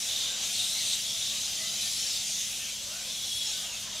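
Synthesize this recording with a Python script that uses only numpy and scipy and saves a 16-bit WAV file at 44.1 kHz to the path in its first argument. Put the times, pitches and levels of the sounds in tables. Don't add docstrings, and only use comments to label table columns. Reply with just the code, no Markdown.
import sys
import numpy as np
from scipy import signal
from scipy.io import wavfile

SR = 44100
rng = np.random.default_rng(int(sys.argv[2]) if len(sys.argv) > 2 else 0)


def bounce(signal):
    frames = np.transpose(np.atleast_2d(signal))
    limited = np.clip(frames, -1, 1)
    pcm = np.round(limited * 32767).astype(np.int16)
    wavfile.write(sys.argv[1], SR, pcm)


N = 176400

SPREAD_DB = 1.5


def chorus():
    # (time [s], core level [dB], treble level [dB])
    loudness = [(0.0, -34.5, -40), (0.29, -36, -44), (0.37, -36.5, -46.5), (0.47, -35, -40.5),
                (0.93, -34.5, -40), (1.07, -36, -42.5), (1.77, -35, -42.5), (1.82, -34.5, -41),
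                (2.45, -36.5, -43), (2.53, -38, -42.5), (2.82, -39.5, -47), (3.3, -39, -43),
                (3.41, -40, -43), (3.48, -35.5, -45), (3.62, -38, -43), (3.7, -41.5, -48.5),
                (3.82, -39.5, -45), (3.89, -40.5, -51), (4.0, -38.5, -47)]
    # (frequency [Hz], relative level [dB])
    body_colour = [(1200, -50), (1900, -20), (2400, -10), (2900, -3.5), (3500, -1), (4100, -3),
                   (4800, -6.5), (6000, -23)]
    core_colour = [(3400, -26), (4400, -11.5), (5300, -3.5), (6300, -0.5), (7200, -5), (8200, -12.5),
                   (10000, -33)]
    treble_colour = [(6000, -37), (7800, -1.5), (9000, -1.5), (10500, -3.5), (11700, -8), (13500, -9.5),
                     (15500, -21)]
    core_db, treble_db = in_time(loudness)
    body_db = -39 + 0.92 * (core_db - core_db.mean())
    body = from_db(body_db) * banded_noise(body_colour, swell_db=2, swell_hz=6.3, bands=14)
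    core = from_db(core_db - 1.46) * banded_noise(core_colour, swell_db=0.9, swell_hz=1.8, bands=12)
    treble = from_db(treble_db + 0.5) * banded_noise(treble_colour, swell_db=1.2, swell_hz=20.8, bands=12)
    chitters = crowd(3553, octaves=.45, length_s=.045, glide=.0395, rough=.01, count=260,
                     harmonics=2, overtone_db=-6.5)
    squeaks = crowd(5938, octaves=.75, length_s=.03, glide=.015, rough=.0043, count=440)
    cries = from_db(core_db - 7) * chitters + from_db(core_db - 7.5) * squeaks
    return body + core + treble + trees(cries)


def screeches():
    # (start [s], length [s], main resonance at first [Hz], at last [Hz],
    # its width [Hz], its level [dB], second resonance [Hz], its level [dB])
    calls = [ (0.05, 0.3, 3650, 3720, 680, -36, 6240, -54),
             (0.165, 0.11, 3600, 3700, 450, -36.5, 4300, -41),
             (0.407, 0.079, 6400, 6400, 1500, -34.5, 3740, -35.5),
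             (0.528, 0.079, 4280, 3880, 550, -36, 8400, -47),
             (0.571, 0.084, 3800, 3590, 380, -32.5, 8300, -41.5),
             (0.615, 0.13, 3760, 3800, 650, -35, 8500, -40.5),
             (0.71, 0.13, 3830, 4090, 450, -36.5, 8150, -49),
             (0.835, 0.145, 3920, 3810, 560, -34, 8370, -40.5),
             (0.84, 0.17, 4700, 4780, 1090, -40.5, 6100, -40),
             (1.068, 0.11, 3410, 3300, 500, -42, 5400, -40), (1.179, 0.17, 3660, 3580, 680, -37, 5740, -42),
             (1.387, 0.097, 6330, 6200, 800, -37, 4070, -42),
             (1.79, 0.23, 5220, 5050, 800, -42.5, 10600, -46),
             (1.97, 0.18, 5520, 5250, 500, -37, 4630, -44),
             (2.082, 0.135, 3940, 3750, 700, -39.5, 4770, -38),
             (2.249, 0.24, 6500, 6200, 1100, -38.5, 3630, -54),
             (2.353, 0.18, 1900, 2180, 260, -55.5, 2910, -50),
             (2.469, 0.28, 2705, 2550, 700, -47, 1800, -62.5),
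             (3.051, 0.26, 3600, 3840, 700, -42.5, 5500, -45),
             (3.239, 0.27, 3810, 3810, 160, -45, 4220, -47),
             (3.24, 0.35, 9950, 9800, 700, -52.5, 5400, -50),
             (3.44, 0.19, 3600, 3760, 380, -42.5, 2890, -49),
             (3.635, 0.16, 2950, 2610, 220, -45.5, 7300, -46)]
    rasp_hz, tone_db, attack_s, release_s = 209, -8.5, 0.027, 0.046
    out = np.zeros((2, N))
    for start, length, hz, last_hz, width, db, second_hz, second_db in calls:
        n = int(length * SR)
        t = np.arange(n) / SR
        pulse_hz = rasp_hz * (1 + 0.311 * drift(37.2, SR)[:n])
        pulses = 1 + .35 * np.cos(phase_of(pulse_hz))
        air = pulses * rng.standard_normal(SR)[:n]
        bend = np.geomspace(1, last_hz / hz, n) * (1 + .006 * drift(6.93, SR)[:n])
        tone_hz = hz * bend * (1 + 0.018 * drift(265, SR)[:n])
        tone = rms_one(pulses * np.sin(phase_of(tone_hz)))
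        main = rms_one(throat(air, hz * bend, width) + from_db(tone_db) * tone)
        second = throat(air, second_hz * bend, width * np.sqrt(second_hz / hz))
        voice = from_db(db) * main + from_db(second_db) * second
        fade = np.clip(np.minimum(t / attack_s, (length - t) / release_s), 0, 1)
        tremble = from_db(1.1 * drift(25, SR)[:n])
        add(out, start, voice * fade * tremble * pan(rng.uniform(-1.2, 1) * SPREAD_DB))
    return out


def throat(source, hz, width_hz):
    carrier = np.exp(1j * phase_of(hz))
    ringing = signal.sosfilt(signal.butter(2, width_hz / 2, fs=SR, output="sos"), source / carrier)
    return rms_one((ringing * carrier).real)


def squeal():
    # (start [s], length [s], pitch [Hz], level [dB])
    pulses = [(3.215, 0.052, 3355, -37), (3.272, .035, 3366, -37), (3.307, .036, 3340, -33.5),
              (3.345, 0.06, 3360, -35), (3.4, 0.039, 3348, -32), (3.44, 0.023, 3294, -36),
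              (3.463, .035, 3290, -43)]
    out = np.zeros((2, N))
    for start, length, hz, db in pulses:
        u = np.linspace(-1, 1, int(length * SR))
        arch = .018 * (1 / 3 - u * u)
        wobble = .005 * drift(120, SR)[:len(u)]
        tone = np.sqrt(2) * np.sin(phase_of(hz * (1 + arch + wobble)))
        add(out, start, from_db(db) * (1 - u * u) * tone * pan(0))
    return out


def thin_tones():
    # (start [s], length [s], first pitch [Hz], last pitch [Hz], level [dB],
    # wobble [share of pitch])
    tones = [ (0.26, 0.13, 1620, 1520, -56, 0.037), (0.355, 0.045, 3380, 2900, -44, 0.014),
             (0.73, 0.11, 2200, 2100, -48, 0.053), (0.74, 0.06, 980, 930, -59, .02),
             (1.34, 0.075, 1200, 1290, -59, .02), (1.565, 0.13, 1965, 2030, -49, 0.029),
             (1.62, 0.16, 3910, 3930, -43, 0.017), (1.81, 0.09, 1820, 1780, -58, .018),
             (2.25, 0.1, 8900, 8700, -46, .013), (2.59, 0.08, 1770, 1820, -56, .014),
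             (2.89, 0.14, 1280, 1640, -55, 0.028), (3.21, 0.29, 5430, 5400, -45.5, 0.0076),
             (3.33, 0.087, 9800, 9640, -46, .011), (3.445, 0.06, 5330, 5280, -37.5, 0.0073),
             (3.47, 0.059, 6700, 6560, -40.5, 0.01), (3.51, 0.087, 1530, 1500, -55.5, .016),
             (3.66, 0.099, 930, 1020, -60.5, 0.026), (3.82, 0.15, 1110, 940, -56.5, 0.064)]
    return hoarse_tones(tones, overtone_gain=0)


def clear_squawks():
    # (start [s], length [s], first pitch [Hz], last pitch [Hz], level [dB],
    # wobble [share of pitch])
    calls = [ (0.56, 0.14, 660, 811, -59, 0.047), (1.06, 0.13, 592, 700, -62, 0.048),
             (1.53, 0.24, 610, 667, -59.5, 0.045), (2.79, 0.27, 540, 790, -59.5, 0.053),
             (2.98, 0.17, 598, 436, -60.5, 0.078), (3.44, 0.11, 930, 786, -58, 0.034),
             (3.93, 0.09, 599, 690, -58, 0.044)]
    return hoarse_tones(calls, overtone_gain=from_db(-3.5))


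def hoarse_tones(rows, overtone_gain):
    out = np.zeros((2, N))
    for start, length, first_hz, last_hz, db, rough in rows:
        n = int(length * SR)
        wobble = rough * drift(200, SR)[:n]
        phase = phase_of(np.geomspace(first_hz, last_hz, n) * (1 + wobble))
        tone = np.sqrt(2) * (np.sin(phase) + overtone_gain * np.sin(2 * phase))
        swell = 1 - np.linspace(-1, 1, n) ** 2
        tremble_db = 1.3 * drift(33, SR)[:n]
        add(out, start, tone * swell * from_db(db + tremble_db) * pan(0))
    return out


def squabble():
    # (time [s], level [dB])
    loudness = [(0.0, -55), (0.41, -52), (0.6, -56.5), (2.18, -56.5), (2.31, -59), (2.66, -59),
                (2.87, -58.5), (2.93, -56), (3.36, -59), (3.58, -56), (4.0, -55)]
    # (frequency [Hz], relative level [dB])
    echo_colour = [(280, -11), (450, -2.5), (650, 4), (900, -2.5), (1300, -2), (1800, 0), (2500, 5.5)]
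    db, = in_time(loudness)
    squawks = trees(crowd(637.4, octaves=.7, length_s=.11, glide=.1727, rough=.035, count=90,
                          harmonics=3, overtone_db=-0.5))
    echo = banded_noise(echo_colour, swell_db=2, swell_hz=15.6, bands=12)
    return from_db(db - 4.5) * squawks + from_db(db + 4) * echo


def crowd(pitch_hz, octaves, length_s, glide, rough, count, harmonics=1, overtone_db=0):
    out, quiver = np.zeros((2, N)), drift(204)
    level_range_db = 4
    for k, (when, pitch, length, slope, level, side, offset) in enumerate(rng.uniform(-1, 1, (count, 7))):
        u = np.linspace(-1, 1, int(length_s * 2 ** (length / 2) * SR))
        wobble = rough * np.take(quiver, np.arange(len(u)) + int(offset * N), mode="wrap")
        bend = np.exp(glide * (slope * u - u * u / 2))
        hz = pitch_hz * 2 ** (pitch * octaves / 2)
        phase = phase_of(hz * bend * (1 + wobble))
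        cry = sum(from_db(overtone_db * h) * np.sin((h + 1) * phase) for h in range(harmonics))
        swell = (1 - u * u) * from_db(level_range_db * level)
        start = (k + when) / count * N / SR - length_s / 2
        add(out, start, cry * swell * pan(side * SPREAD_DB))
    return rms_one(out)


def trees(sound):
    echo_db, decay_s, delay_s = -7.5, 0.45, .008
    t = np.arange(SR // 2) / SR
    tail = rng.standard_normal(len(t)) * from_db(-60 * t / decay_s) * (t > delay_s)
    tail /= np.sqrt(np.sum(tail ** 2))
    return sound + from_db(echo_db) * signal.fftconvolve(sound, tail[None], axes=1)[:, :N]


def machine():
    # (pitch [Hz], level [dB])
    tones = [(49.5, -67), (98, -70.5), (203.5, -63)]
    # (frequency [Hz], relative level [dB])
    rumble_colour = [(25, -12), (45, -0.5), (80, 3), (150, 2.5), (230, -2), (330, -7.5), (600, -15),
                     (1200, -59)]
    # (frequency [Hz], left minus right [dB])
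    sides = [(100, 0), (150, -2), (205, -9), (260, -5), (360, -7), (480, 0)]
    hum = 0
    for hz, db in tones:
        gain = np.sqrt(2) * from_db(db + 1.5 * drift(15))
        tone = np.sin(phase_of(hz + 1.574 * drift(4)))
        hum += gain * tone * pan(at_hz(sides, hz))
    rumble = banded_noise(rumble_colour, swell_db=1.8, swell_hz=7.2, bands=10, sides=sides)
    return hum + from_db(-57) * rumble


def banded_noise(colour, swell_db, swell_hz, bands, sides=None):
    # (frequency [Hz], likeness [1 = the same])
    likeness = [(50, .985), (110, .93), (200, .85), (350, .8), (520, .95), (1000, .98), (1400, .999),
                (2000, .998), (3000, .97), (4200, .94), (6000, .84), (9000, .79), (14000, .91)]
    edges = np.geomspace(colour[0][0], min(colour[-1][0], SR / 2 - 1), bands + 1)
    out, white = 0, rng.standard_normal((2, 2, N))
    for k, (low, high) in enumerate(zip(edges, edges[1:])):
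        band_filter = signal.butter(2, [low, high], "band", fs=SR, output="sos")
        shared, opposed = signal.sosfilt(band_filter, white[k % 2])
        hz = np.sqrt(low * high)
        alike = at_hz(likeness, hz)
        band = np.sqrt(1 + alike) * shared + np.sqrt(1 - alike) * opposed * [[1], [-1]]
        gain = from_db(at_hz(colour, hz) + swell_db * drift(swell_hz))
        out += gain * band * pan(at_hz(sides, hz) if sides else 0)
    return rms_one(out)


def drift(rate_hz, size=N):
    r = np.exp(-40 * np.pi * rate_hz / SR)
    slow = signal.lfilter([1], [1, -2 * r, r * r], rng.standard_normal(size // 20 + 8002))[4000:]
    return np.interp(np.arange(size) / 20, np.arange(len(slow)), rms_one(slow))


def from_db(db):
    return 10 ** (np.asarray(db) / 20)


def rms_one(x):
    return x / np.sqrt(np.mean(x ** 2) + 1e-20)


def in_time(rows):
    times, *columns = np.transpose(rows)
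    return [np.interp(np.arange(N) / SR, times, column) for column in columns]


def at_hz(points, hz):
    frequencies, values = np.transpose(points)
    return np.interp(np.log(hz), np.log(frequencies), values)


def pan(db):
    return from_db(np.array([[.5], [-.5]]) * db)


def phase_of(hz):
    return 2 * np.pi * np.cumsum(hz) / SR


def add(out, start_s, sound):
    i = int(start_s * SR)
    a, b = max(i, 0), min(i + sound.shape[1], N)
    if b > a:
        out[:, a:b] += sound[:, a - i:b - i]


def scene():
    cries = thin_tones() + clear_squawks()
    colony = chorus() + trees(screeches() + squeal())
    return colony * pan(.9) + trees(cries) + squabble() + machine()


def record(dry):
    cutoff_hz = 15700
    return signal.sosfilt(signal.ellip(12, .2, 80, cutoff_hz, fs=SR, output="sos"), dry)


dry = scene()
out = record(dry)
bounce(out)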